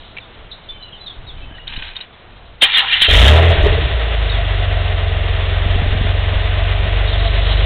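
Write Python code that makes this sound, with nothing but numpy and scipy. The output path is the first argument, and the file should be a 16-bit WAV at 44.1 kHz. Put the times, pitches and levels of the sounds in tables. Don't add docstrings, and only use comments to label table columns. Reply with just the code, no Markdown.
import sys
import numpy as np
from scipy import signal
from scipy.fft import rfft, irfft, next_fast_len
from scipy.io import wavfile
from scipy.ndimage import map_coordinates

SR = 44100
rng = np.random.default_rng(int(sys.argv[2]) if len(sys.argv) > 2 else 0)


def nominal_scale(level):
    x = np.asarray(level, float) / 20
    return 10 ** x


def waveform_to_disk(signal):
    frames = np.transpose(np.atleast_2d(signal))
    scaled = np.clip(frames, -1, 1) * 32767
    samples = np.round(scaled).astype(np.int16)
    wavfile.write(sys.argv[1], SR, samples)


N = 337365
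TIME = np.arange(N) / SR


def unit(x):
    return x / np.sqrt(np.mean(x ** 2) + 1e-20)


def seconds(length):
    return np.arange(int(length * SR)) / SR


def progress(length):
    return np.linspace(0, 1, round(length * SR))


def curves(rows):
    s, *cols = np.transpose(rows)
    return [np.interp(TIME, s, c) for c in cols]


def between(start, end, fade):
    return np.clip(np.minimum(TIME - start, end - TIME) / fade, 0, 1)


def swells(rows, rise, fall):
    s, hold, db = np.transpose(rows)[:, :, None]
    t = TIME[::32]
    away = rise * np.maximum(s - t, 0) + fall * np.maximum(t - s - hold, 0)
    return np.interp(TIME, t, np.linalg.norm(nominal_scale(db - away), axis=0))


def wobble(rate):
    coarse = TIME[::16]
    knots = rng.standard_normal(int(N * rate / SR) + 4)
    return np.interp(TIME, coarse, map_coordinates(knots, [coarse * rate]))


def filtered(x, response):
    m = next_fast_len(N + SR // 2)
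    return irfft(rfft(x, m) * response(np.fft.rfftfreq(m, 1 / SR)), m)[:N]


def colour(points):
    f, db = np.transpose(points)
    return lambda hz: nominal_scale(np.interp(np.log(hz + 1), np.log(f + 1), db))


def modes(table):
    def response(f):
        total = 0
        for k, (c, w, db) in enumerate(table):
            total = total + (-1) ** k * nominal_scale(db) * 1j * f * w / (c * c - f * f + 1j * f * w)
        return total
    return response


def noise(response, gate=1):
    return unit(filtered(gate * rng.standard_normal(N), response))


def add(track, s, sound):
    part = track[round(s * SR):][:len(sound)]
    part += sound[:len(part)]


# f/Hz, level/dB
STREET = [(24, -31), (40, -12), (82, -1.5), (261, -11), (438, -9), (603, -9.5), (666, -7), (781, -9.5),
          (846, -10.5), (1510, -13), (1630, -13.5), (3480, -16.5), (4700, -43.5), (6110, -86),
          (10300, -120)]
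# t/s, hold/s, level/dB
LEAVES = [
    (0, .01, -42.5),
    (7.2, .2, -33),
    (7.5, .2, -30),
]
# f/Hz, level/dB per Hz
FOLIAGE = [(2200, -41), (3000, -3), (3700, -4.5), (4300, -2), (4800, -40.5)]


def street():
    one_car = swells([(0.34, 0.034, -47)], rise=27, fall=47)
    level = np.hypot(nominal_scale(-45), one_car) * nominal_scale(0.86 * wobble(4.7) + 0.6)
    breeze = np.hypot(nominal_scale(-53.5), swells(LEAVES, rise=54, fall=55))
    return level * noise(colour(STREET)) + breeze * noise(colour(FOLIAGE), nominal_scale(2.9 * wobble(40)))


# t/s, hold/s, buffet level/dB
WIND = [(0, 0.0073, -41), (.45, .01, -42.5), (.7, 0.35, -47.5), (1.2, 0.17, -40.5), (1.47, .01, -36.5),
        (1.77, .01, -34.5), (2.3, 0.38, -48), (2.77, 0.27, -40), (3.19, .01, -24.5), (3.66, 0.028, -24),
        (4.73, .01, -32.5), (4.95, 0.49, -36.5), (5.73, 0.39, -26), (6.3, 0.19, -31.5), (6.8, 0.16, -31),
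        (7.24, 0.0093, -29), (7.64, 0.0083, -32.5)]
# f/Hz, level/dB per Hz
RUMBLE = [(5.9, -38.5), (10, -3.5), (34, -2.5), (124, -18), (188, -28.5), (216, -30), (300, -29.5),
          (390, -61), (660, -120)]
# t/s, peak level/dB
GUSTS = [(.93, -38), (1.514, -33), (1.779, -32), (5.661, -20), (5.762, -16.5), (5.82, -15.5), (5.866, -21),
         (5.93, -21.5), (5.951, -19), (6.013, -14), (6.048, -18.5), (6.335, -23), (6.853, -20), (6.88, -28)]


def wind():
    sound = swells(WIND, rise=82, fall=76) * nominal_scale(3.5) * noise(colour(RUMBLE), nominal_scale(1.9 * wobble(17)))
    for s, db in GUSTS:
        u = np.linspace(-4, 4, round(rng.uniform(0.0065, 0.011) * SR))
        push = (u + 0.33) * np.exp(-u ** 2 / 2)
        add(sound, s - .004, rng.choice([-1, 1]) * nominal_scale(db + 4.0) * push)
    return sound


# t/s, peak level/dB, f/Hz, t60/s
KEY = [(0.168, -13, 2510, 0.012), (0.1724, -13, 2300, 0.025), (0.1842, -9.5, 2670, 0.014),
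       (0.185, -16, 2340, .03), (1.5827, -21.5, 1890, 0.035), (1.672, -18, 3100, 0.03),
       (1.678, -8, 3690, 0.018), (1.733, -20.5, 2810, 0.35), (1.764, -18, 2900, 0.03),
       (1.767, -17.5, 3840, 0.04), (1.794, -32, 3330, 0.57), (1.833, -24.5, 3680, 0.62),
       (1.8808, -21.5, 3840, 0.28), (1.957, -19, 3000, 0.04), (1.965, -11, 3700, 0.04),
       (2.005, -20.5, 2900, 0.04), (2.01, -15, 3830, 0.05)]
# t/s, hold/s, level/dB
SCRAPE = [
    (1.674, 0.017, -27),
    (1.72, 0.074, -25),
    (1.825, .065, -27.5),
    (1.958, .014, -30),
    (2.01, .02, -32.5),
]
# f/Hz, width/Hz, level/dB
BARREL = [(1550, 72, 1), (2480, 120, 10.5), (2980, 160, -2.5), (3700, 200, 3)]
# f/Hz, level/dB per Hz
LOCK = [(450, -28), (800, -4.5), (1310, -13), (1560, -8), (1820, -7.5), (2490, -9), (3750, -4), (4270, -15),
        (4600, -46), (5980, -73), (10100, -120)]


def key():
    slide = between(1.66, 2.06, 0.021) * swells(SCRAPE, rise=1500, fall=170) * nominal_scale(-5.0)
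    sound = slide * noise(lambda f: colour(LOCK)(f) * (1 + modes(BARREL)(f)), nominal_scale(2.3 * wobble(200)))
    t = seconds(0.1)
    attack = np.minimum(t / 0.00069, 1)
    for s, db, hz, t60 in KEY:
        partner = hz * rng.uniform(0.73, 0.94)
        ring = np.sin(2 * np.pi * hz * t) + 0.34 * np.sin(2 * np.pi * partner * t)
        rasp = 0.5 * rng.standard_normal(len(t))
        decay = nominal_scale(db - 5 - 60 * t / np.clip(t60, .006, .05))
        add(sound, s, decay * (ring + rasp) * attack)
    return filtered(sound, lambda f: f ** 2 / (f ** 2 + 1100 ** 2))


# t/s, length/s, start f/Hz, peak level/dB
SLURS = [
    (1.058, 0.032, 4116, -29),
    (1.095, 0.024, 3750, -30.5),
    (1.285, .034, 4000, -32.5),
]
CHIRPS = [(.201, 0.049, 3850, -41), (.922, 0.052, 3400, -37), (1.374, 0.045, 2700, -46),
          (1.075, 0.017, 3780, -32), (1.263, 0.028, 3980, -38), (4.294, .018, 3900, -24),
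          (4.316, 0.017, 3820, -25), (4.33, .03, 3640, -26.5), (7.073, 0.03, 3900, -25.5),
          (7.128, .025, 3700, -24), (7.194, 0.014, 3830, -28)]
SLIDES = [
    (.238, 0.025, 3780, -45),
    (.8, .12, 3070, -39),
    (1.5, 0.16, 3140, -41.5),
    (0.96, 0.11, 3640, -49),
]
WHISTLES = [
    (.688, 0.03, 3530, -26),
    (.67, 0.17, 3110, -44),
    (.69, 0.1, 2330, -50),
    (1.31, 0.37, 3110, -46),
    (1.42, 0.042, 2635, -37),
    (2.03, 0.19, 3470, -53),
]
LIFTS = [
    (.822, .024, 3950, -30.5),
    (0.93, 0.01, 2950, -37),
    (.522, 0.027, 3830, -33),
    (.995, 0.055, 3890, -34.5),
    (1.496, 0.083, 1500, -45),
]
DROPS = [
    (.509, .024, 4260, -30.5),
]
GLIDES_HZ_PER_S = (-23000, -10500, -2200, -300, 2605, -36000)


def birds():
    sound = np.zeros(N)
    for calls, glide in zip((SLURS, CHIRPS, SLIDES, WHISTLES, LIFTS, DROPS), GLIDES_HZ_PER_S):
        for s, length, start_hz, db in calls:
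            u = progress(length)
            quaver = 60 * np.interp(u, np.linspace(0, 1, 40), rng.standard_normal(40))
            pitch = start_hz + glide * length * u ** .65 + quaver
            swell = np.sin(np.pi * u ** .75) ** 0.7
            add(sound, s, nominal_scale(db) * swell * np.sin(2 * np.pi * np.cumsum(pitch) / SR))
    t = seconds(1 / 3)
    walls = rng.standard_normal(len(t)) * nominal_scale(-60 * t / 0.31) * (t > .01)
    echo = signal.fftconvolve(sound, walls / np.linalg.norm(walls))[:N]
    return sound * nominal_scale(2.3 * wobble(90)) + nominal_scale(-7.5) * echo


# t/s, hold/s, grind level/dB
CRANK = [
    (2.746, .008, -13),
    (2.767, .01, -12),
    (2.792, .012, -10.5),
    (2.928, 0.011, -13),
    (3.099, .19, -9.5),
]
# t/s, hold/s, grind level/dB
BITES = [
    (2.621, 0.022, -4),
    (3.016, .042, -10),
]
# t/s, hold/s, grind level/dB
FREE = [
    (2.66, .07, -19.5),
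    (2.82, .09, -24.5),
    (2.876, 0.01, -19.5),
    (2.95, 0.076, -15.5),
    (3.3, 0.082, -23.5),
]
# f/Hz, width/Hz, level/dB
GEARS = [(1850, 75, -7), (2393, 17, -2.5), (2750, 46, -4.5), (3110, 250, -1.5), (3210, 45, 1.5),
         (3560, 41, -1), (3900, 810, 2.5)]
# f/Hz, level/dB per Hz
HOUSING = [(710, -48.5), (1200, -20), (1440, -15.5), (1860, -6), (2550, -10.5), (2750, -4.5), (3150, -2.5),
           (3700, -6.5), (4700, -25.5), (6110, -66), (10300, -120)]


def starter():
    strokes = swells(CRANK, rise=550, fall=450)
    bites = swells(BITES, rise=1900, fall=470)
    load = np.linalg.norm([strokes, bites, swells(FREE, rise=210, fall=300)], axis=0)
    freed = [(s + hold + 0.018, .01, db - 23) for s, hold, db in CRANK]
    freed += [(s + hold, .01, db - 22) for s, hold, db in BITES]
    freed += [(2.8, .045, -28), (2.6, .5, -37.5), (3.15, .4, -25.5)]
    loose = swells(freed, rise=460, fall=280)
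    teeth = nominal_scale(1.5 * wobble(300))
    whine = np.zeros(N)
    for hz, width, db in GEARS:
        phase = 2 * np.pi * np.cumsum(hz * (1 + .022 * wobble(22))) / SR
        whine += nominal_scale(db + 3.0 * wobble(40)) * wobble(1.2 * width) * np.sin(phase)
    grind = .3 * unit(whine) + 0.7 * noise(colour(HOUSING), teeth)
    growl = noise(modes([(510, 190, -13), (787, 55, 3.5), (985, 76, 4.5), (1350, 110, 3.5)]), teeth)
    return between(2.605, 3.42, 0.02) * (load * grind + loose * growl)


# t/s, length/s, f/Hz, level/dB
SQUEALS = [(2.622, 0.038, 3158, -3.5), (2.624, 0.052, 3560, -18), (2.665, 0.043, 1900, -26),
           (2.698, .02, 2410, -23), (2.745, .038, 3610, -12.5), (2.75, 0.04, 1800, -25.5),
           (2.748, .009, 3510, -11), (2.792, .012, 2895, -10), (2.937, .01, 2997, -10.5),
           (2.765, .033, 3270, -10), (2.778, 0.023, 2892, -9.5), (2.8, 0.024, 3130, -17),
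           (2.878, 0.018, 2860, -20), (2.9, 0.031, 2420, -16.5), (2.912, .04, 1850, -18),
           (2.922, 0.035, 2790, -12), (2.924, .03, 3225, -14), (2.948, 0.0203, 2060, -22),
           (3.016, 0.032, 3080, -9), (3.03, 0.039, 2060, -21.5), (3.034, 0.025, 3680, -16.5),
           (3.044, 0.022, 2840, -16), (3.066, 0.032, 3160, -14), (3.099, 0.027, 3220, -13),
           (3.13, .032, 1930, -17.5), (3.134, .028, 3665, -15.5), (3.143, 0.022, 2850, -17.5),
           (3.25, 0.017, 3270, -19), (3.272, 0.033, 1680, -13), (3.274, 0.023, 3750, -13),
           (3.277, .02, 3150, -15)]


def squeals():
    sound = np.zeros(N)
    for s, length, hz, db in SQUEALS:
        u = progress(length)
        phase = 2 * np.pi * np.cumsum(hz * (1 - .02 * u)) / SR
        add(sound, s, nominal_scale(db) * np.sin(np.pi * u ** 0.57) * np.sin(phase))
    return sound


# t/s, peak level/dB, thud level/dB
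KNOCKS = [
    (2.623, -1.5, -0.5),
    (2.772, -10.5, -23.5),
    (2.79, -9, -20.5),
    (2.926, -12, -22),
    (3.019, 3.5, -24.5),
    (3.053, -8, -20),
    (3.095, -10, -22.5),
]


def pinion():
    sound, t = np.zeros(N), seconds(1 / 8)
    soften = signal.butter(2, 1100, fs=SR)
    for s, db, thud_db in KNOCKS:
        clang = np.zeros(len(t))
        for hz, _, level in GEARS:
            struck = nominal_scale(level + rng.normal(0, 2.8))
            clang += struck * np.sin(2 * np.pi * hz * rng.normal(1, 0.013) * t)
        dull = unit(signal.lfilter(*soften, rng.standard_normal(len(t))))
        thud = nominal_scale(thud_db - 60 * t / 0.072) * dull
        add(sound, s, nominal_scale(db - 14.0) * (nominal_scale(-60 * t / 0.078) * clang + thud))
    return sound


# f/Hz, width/Hz
NOTCHES = [(492, 20), (772, 17), (890, 44)]


def notched(f):
    return np.prod([(c * c - f * f + .3j * f * w) / (c * c - f * f + 1j * f * w) for c, w in NOTCHES], axis=0)


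# f/Hz, width/Hz, level/dB
PIPE = [(287.5, 36, -1.5), (404.7, 41, 1), (467, 32, 1.5), (600, 60, -1.5), (682.7, 34, 3), (791, 63, -7)]


def roar(turn, cycle, effort_db, octaves):
    firing = 1 + 0.16 * np.cos(2 * turn) + 0.14 * np.cos(3 * turn)

    def pipe(table, swing):
        response = lambda f: modes(table)(f) * notched(f) * f ** 4 / (f ** 4 + 300 ** 4)
        return noise(response, (firing + swing) * nominal_scale(.6 * wobble(25)))

    level_db = -31 + 0.72 * effort_db + 4.5 * octaves
    lower = nominal_scale(level_db - 6.5) * pipe(PIPE[:3], 0.17 * np.cos(cycle + 2.5))
    upper = nominal_scale(level_db - 4.0) * pipe(PIPE[3:], .24 * np.cos(cycle))
    clears = .62 + (1 - .62) * between(2.5, 9, .05)
    return clears * (lower + upper)


# t/s, hold/s, level/dB
BARKS = [
    (3.085, 0.093, -22),
    (3.21, .05, -23),
    (3.3, 0.09, -19),
    (3.4, .13, -23),
]
# f/Hz, width/Hz, level/dB
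UPPER_PIPE = [(250, 80, -11.5), (438, 70, -2.5), (554, 68, -4.5), (606, 33, 0), (681, 55, -4),
              (796, 89, -11)]


def bark(turn):
    jittered = 2 * turn + .16 * wobble(30) + 0.21 * np.sin(turn)
    pulses = np.exp(130 * (np.cos(jittered) - 1)) * nominal_scale(2.0 * wobble(60))
    gas = np.exp(.8 * np.cos(2 * turn)) * rng.standard_normal(N)
    blast = .66 * 3 * unit(pulses) + (1 - .66) * unit(gas)
    ringing = filtered(blast, lambda f: modes(UPPER_PIPE)(f) * f ** 3 / (f ** 3 + 300 ** 3))
    return swells(BARKS, rise=810, fall=420) * unit(ringing)


# order, level/dB, share of effort
ORDERS_LOW = [(2, 0.9, 1.013), (3, -4.5, 1.3), (4, -0.43, 0.38)]
# order, level/dB re order 3
UPPER = [(5, -13), (6, -19.5), (7, -16.5), (8, -35), (9, -34), (2.5, -20), (3.5, -24.5)]
# f/Hz, level/dB
MUFFLER = [(38, -26), (45, -21.5), (51, -16), (60, -16.5), (70, -21), (91, -19.5), (101, -27.5), (160, -35)]
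# t/s, hold/s, level/dB
MISSED = (3.62, 0.09, -19)


def throb(turn, beat_hz, effort_db):
    cut = swells([MISSED], rise=130, fall=230)
    coasting = swells([(3.58, 0.51, 0)], rise=230, fall=120)
    loaded = np.clip(effort_db / 9, 0, 1)
    twist_rad = {3: -1.2, 4: 0.98}
    gains = {}
    for order, db, share in ORDERS_LOW:
        gains[order] = nominal_scale(db + share * effort_db) * colour(MUFFLER)(order * beat_hz)
    gains[3] = gains[3] * nominal_scale(-21 * cut / cut.max() - 3.5 * between(3, 3.25, .03))
    for order, db in UPPER:
        gains[order] = gains[3] * nominal_scale(db - 8.5 * coasting - 0.27 * effort_db)
    gains[0.95] = cut
    sound = np.zeros(N)
    for order, gain in gains.items():
        chance = wobble(16)
        ragged = nominal_scale(0.87 * chance - 4.5 * coasting * np.abs(chance))
        lag = twist_rad.get(order, 0) * loaded - .4 * (order - 3) ** 2
        sound += np.sqrt(2) * gain * ragged * np.sin(lag - order * turn)
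    return sound


# t/s, hold/s, level/dB
STUMBLE = [
    (3.1, 0.5, -31),
    (3.58, 0.24, -19),
    (3.98, 0.012, -25),
    (4.1, 4.7, -37),
]
# f/Hz, level/dB per Hz
BURBLE = [(30, -14.5), (42, 5), (95, 0), (150, -5), (200, -26), (300, -48.5)]


def burble():
    return swells(STUMBLE, rise=66, fall=120) * noise(colour(BURBLE))


# f/Hz, level/dB per Hz
BAY = [(120, -51), (170, -18), (330, -14), (450, -7.5), (650, -3), (890, -8), (1660, -9.5), (1880, -3.5),
       (2220, -8.5), (3510, -6.5), (3900, -12.5), (4320, -27), (4700, -49), (6000, -120)]
# f/Hz, width/Hz, level/dB
COVERS = [(1540, 39, 0.5), (1900, 17, -9), (2780, 78, -3), (3600, 150, -23.5)]


def clatter(turn, cycle, effort_db, octaves):
    swing = 1 + 0.043 * np.cos(4 * turn) + .072 * np.cos(cycle + 1)
    valves = swing * nominal_scale(0.78 * wobble(60) + 0.37 * wobble(5.7))
    bay = noise(lambda f: colour(BAY)(f) * notched(f) * (1 + .5 * modes(COVERS)(f)), valves)
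    return nominal_scale(-28 + 0.44 * effort_db + 5.5 * octaves + 0.9) * bay


# t/s, exhaust beat f/Hz, effort level/dB re idle
ENGINE = [(3.07, 18.5, 2), (3.132, 21.6, 8.5), (3.22, 28.6, 11.5), (3.296, 37.4, 14), (3.396, 41, 10.5),
          (3.512, 42.7, 8), (3.572, 38.5, 4), (3.668, 39, 3.5), (3.8, 36.8, -3), (3.966, 27.7, -2),
          (4.048, 28.3, -2), (4.3, 24.6, -0.5), (4.6, 23.37, 0), (5.1, 22.05, -0.5), (5.75, 22.7, 1),
          (6.3, 22.75, 0.5), (7.15, 23.8, 1), (7.65, 24.1, 3)]


def engine():
    beat_hz, effort_db = curves(ENGINE)
    octaves = np.log2(beat_hz / 23)
    turn = 2 * np.pi * np.cumsum(beat_hz * (1 + 0.005 * wobble(9))) / SR
    cycle = (turn - turn[round(7.255 * SR)]) / 3
    exhaust = bark(turn) + roar(turn, cycle, effort_db, octaves)
    low = throb(turn, beat_hz, effort_db) + burble()
    bonnet = clatter(turn, cycle, effort_db, octaves)
    return between(3.072, 9, 0.026) * exhaust + between(3.095, 9, 0.022) * low + between(3.124, 9, 0.081) * bonnet


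# t/s, peak level/dB
STRAYS = [
    (3.096, -9.5),
    (3.632, -6.5),
    (3.682, -20),
    (3.712, -12.5),
    (3.733, -4.5),
    (3.756, -13),
    (3.79, -16.5),
    (3.85, -13),
    (3.92, -11.5),
    (3.951, -9.5),
]


def strays():
    sound, t = np.zeros(N), np.arange(-SR // 32, SR // 32) / SR
    thump = np.exp(-(t / .0075) ** 2 / 2) * np.cos(2 * np.pi * 62 * t)
    for s, db in STRAYS:
        add(sound, s + t[0], nominal_scale(db) * thump)
    return sound


# t/s, length/s, f/Hz, level/dB
POPS = [(3.59, 0.024, 393, -22.5), (3.597, .03, 600, -26), (3.651, 0.043, 416, -11),
        (3.651, 0.023, 580, -12.5), (3.652, 0.016, 728, -24), (3.633, .03, 327, -23),
        (3.7, 0.019, 640, -22), (3.764, 0.035, 600, -26), (3.722, .035, 429, -21), (3.724, 0.031, 302, -25),
        (3.774, .035, 455, -18.5), (3.815, .04, 318, -28.5), (3.905, 0.028, 422, -28),
        (3.912, 0.028, 683, -28.5)]
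# t/s, peak level/dB
HOOTS = [
    (4.36, -26.5),
    (7.105, -25),
    (7.235, -25),
    (7.36, -26),
    (7.485, -36),
]


def afterfire():
    sound, t = np.zeros(N), seconds(0.1)
    for s, length, hz, db in POPS:
        u = progress(length)
        flutter = 1 + .6 * np.interp(u, np.linspace(0, 1, 12), rng.standard_normal(12))
        flare = flutter * np.sin(np.pi * u ** 0.46)
        add(sound, s, nominal_scale(db) * flare * np.sin(2 * np.pi * hz * length * u))
    hoot = np.sin(np.pi * np.minimum(t / 0.052, 1)) * np.sin(2 * np.pi * 672 * t)
    for s, db in HOOTS:
        add(sound, s, nominal_scale(db) * hoot)
    return sound


def scene():
    surroundings = street() + wind() + key() + birds()
    cranking = starter() + squeals() + pinion()
    return (surroundings + cranking + engine() + strays() + afterfire())[None]


def top_cut(x):
    return signal.sosfilt(signal.butter(12, 15900, fs=SR, output="sos"), x)


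# f/Hz, level/dB
EDGE = [(3800, 0.5), (4050, -6.5), (4300, -16), (4550, -40), (4700, -100)]


def record(dry):
    saturated = dry[0] / (1 + np.abs(dry[0] / 0.69) ** 8) ** (1 / 8)
    heard = filtered(saturated, colour([(4000, 0.5), (4600, -9.5), (5200, -94.0)]))
    mirrored = heard * (1 + 2 * np.cos(2 * np.pi * 8000 * TIME))
    flattened = np.clip(filtered(mirrored, colour(EDGE)), -.722, .722)
    return top_cut(flattened[None])


dry = scene()
out = record(dry)
waveform_to_disk(out)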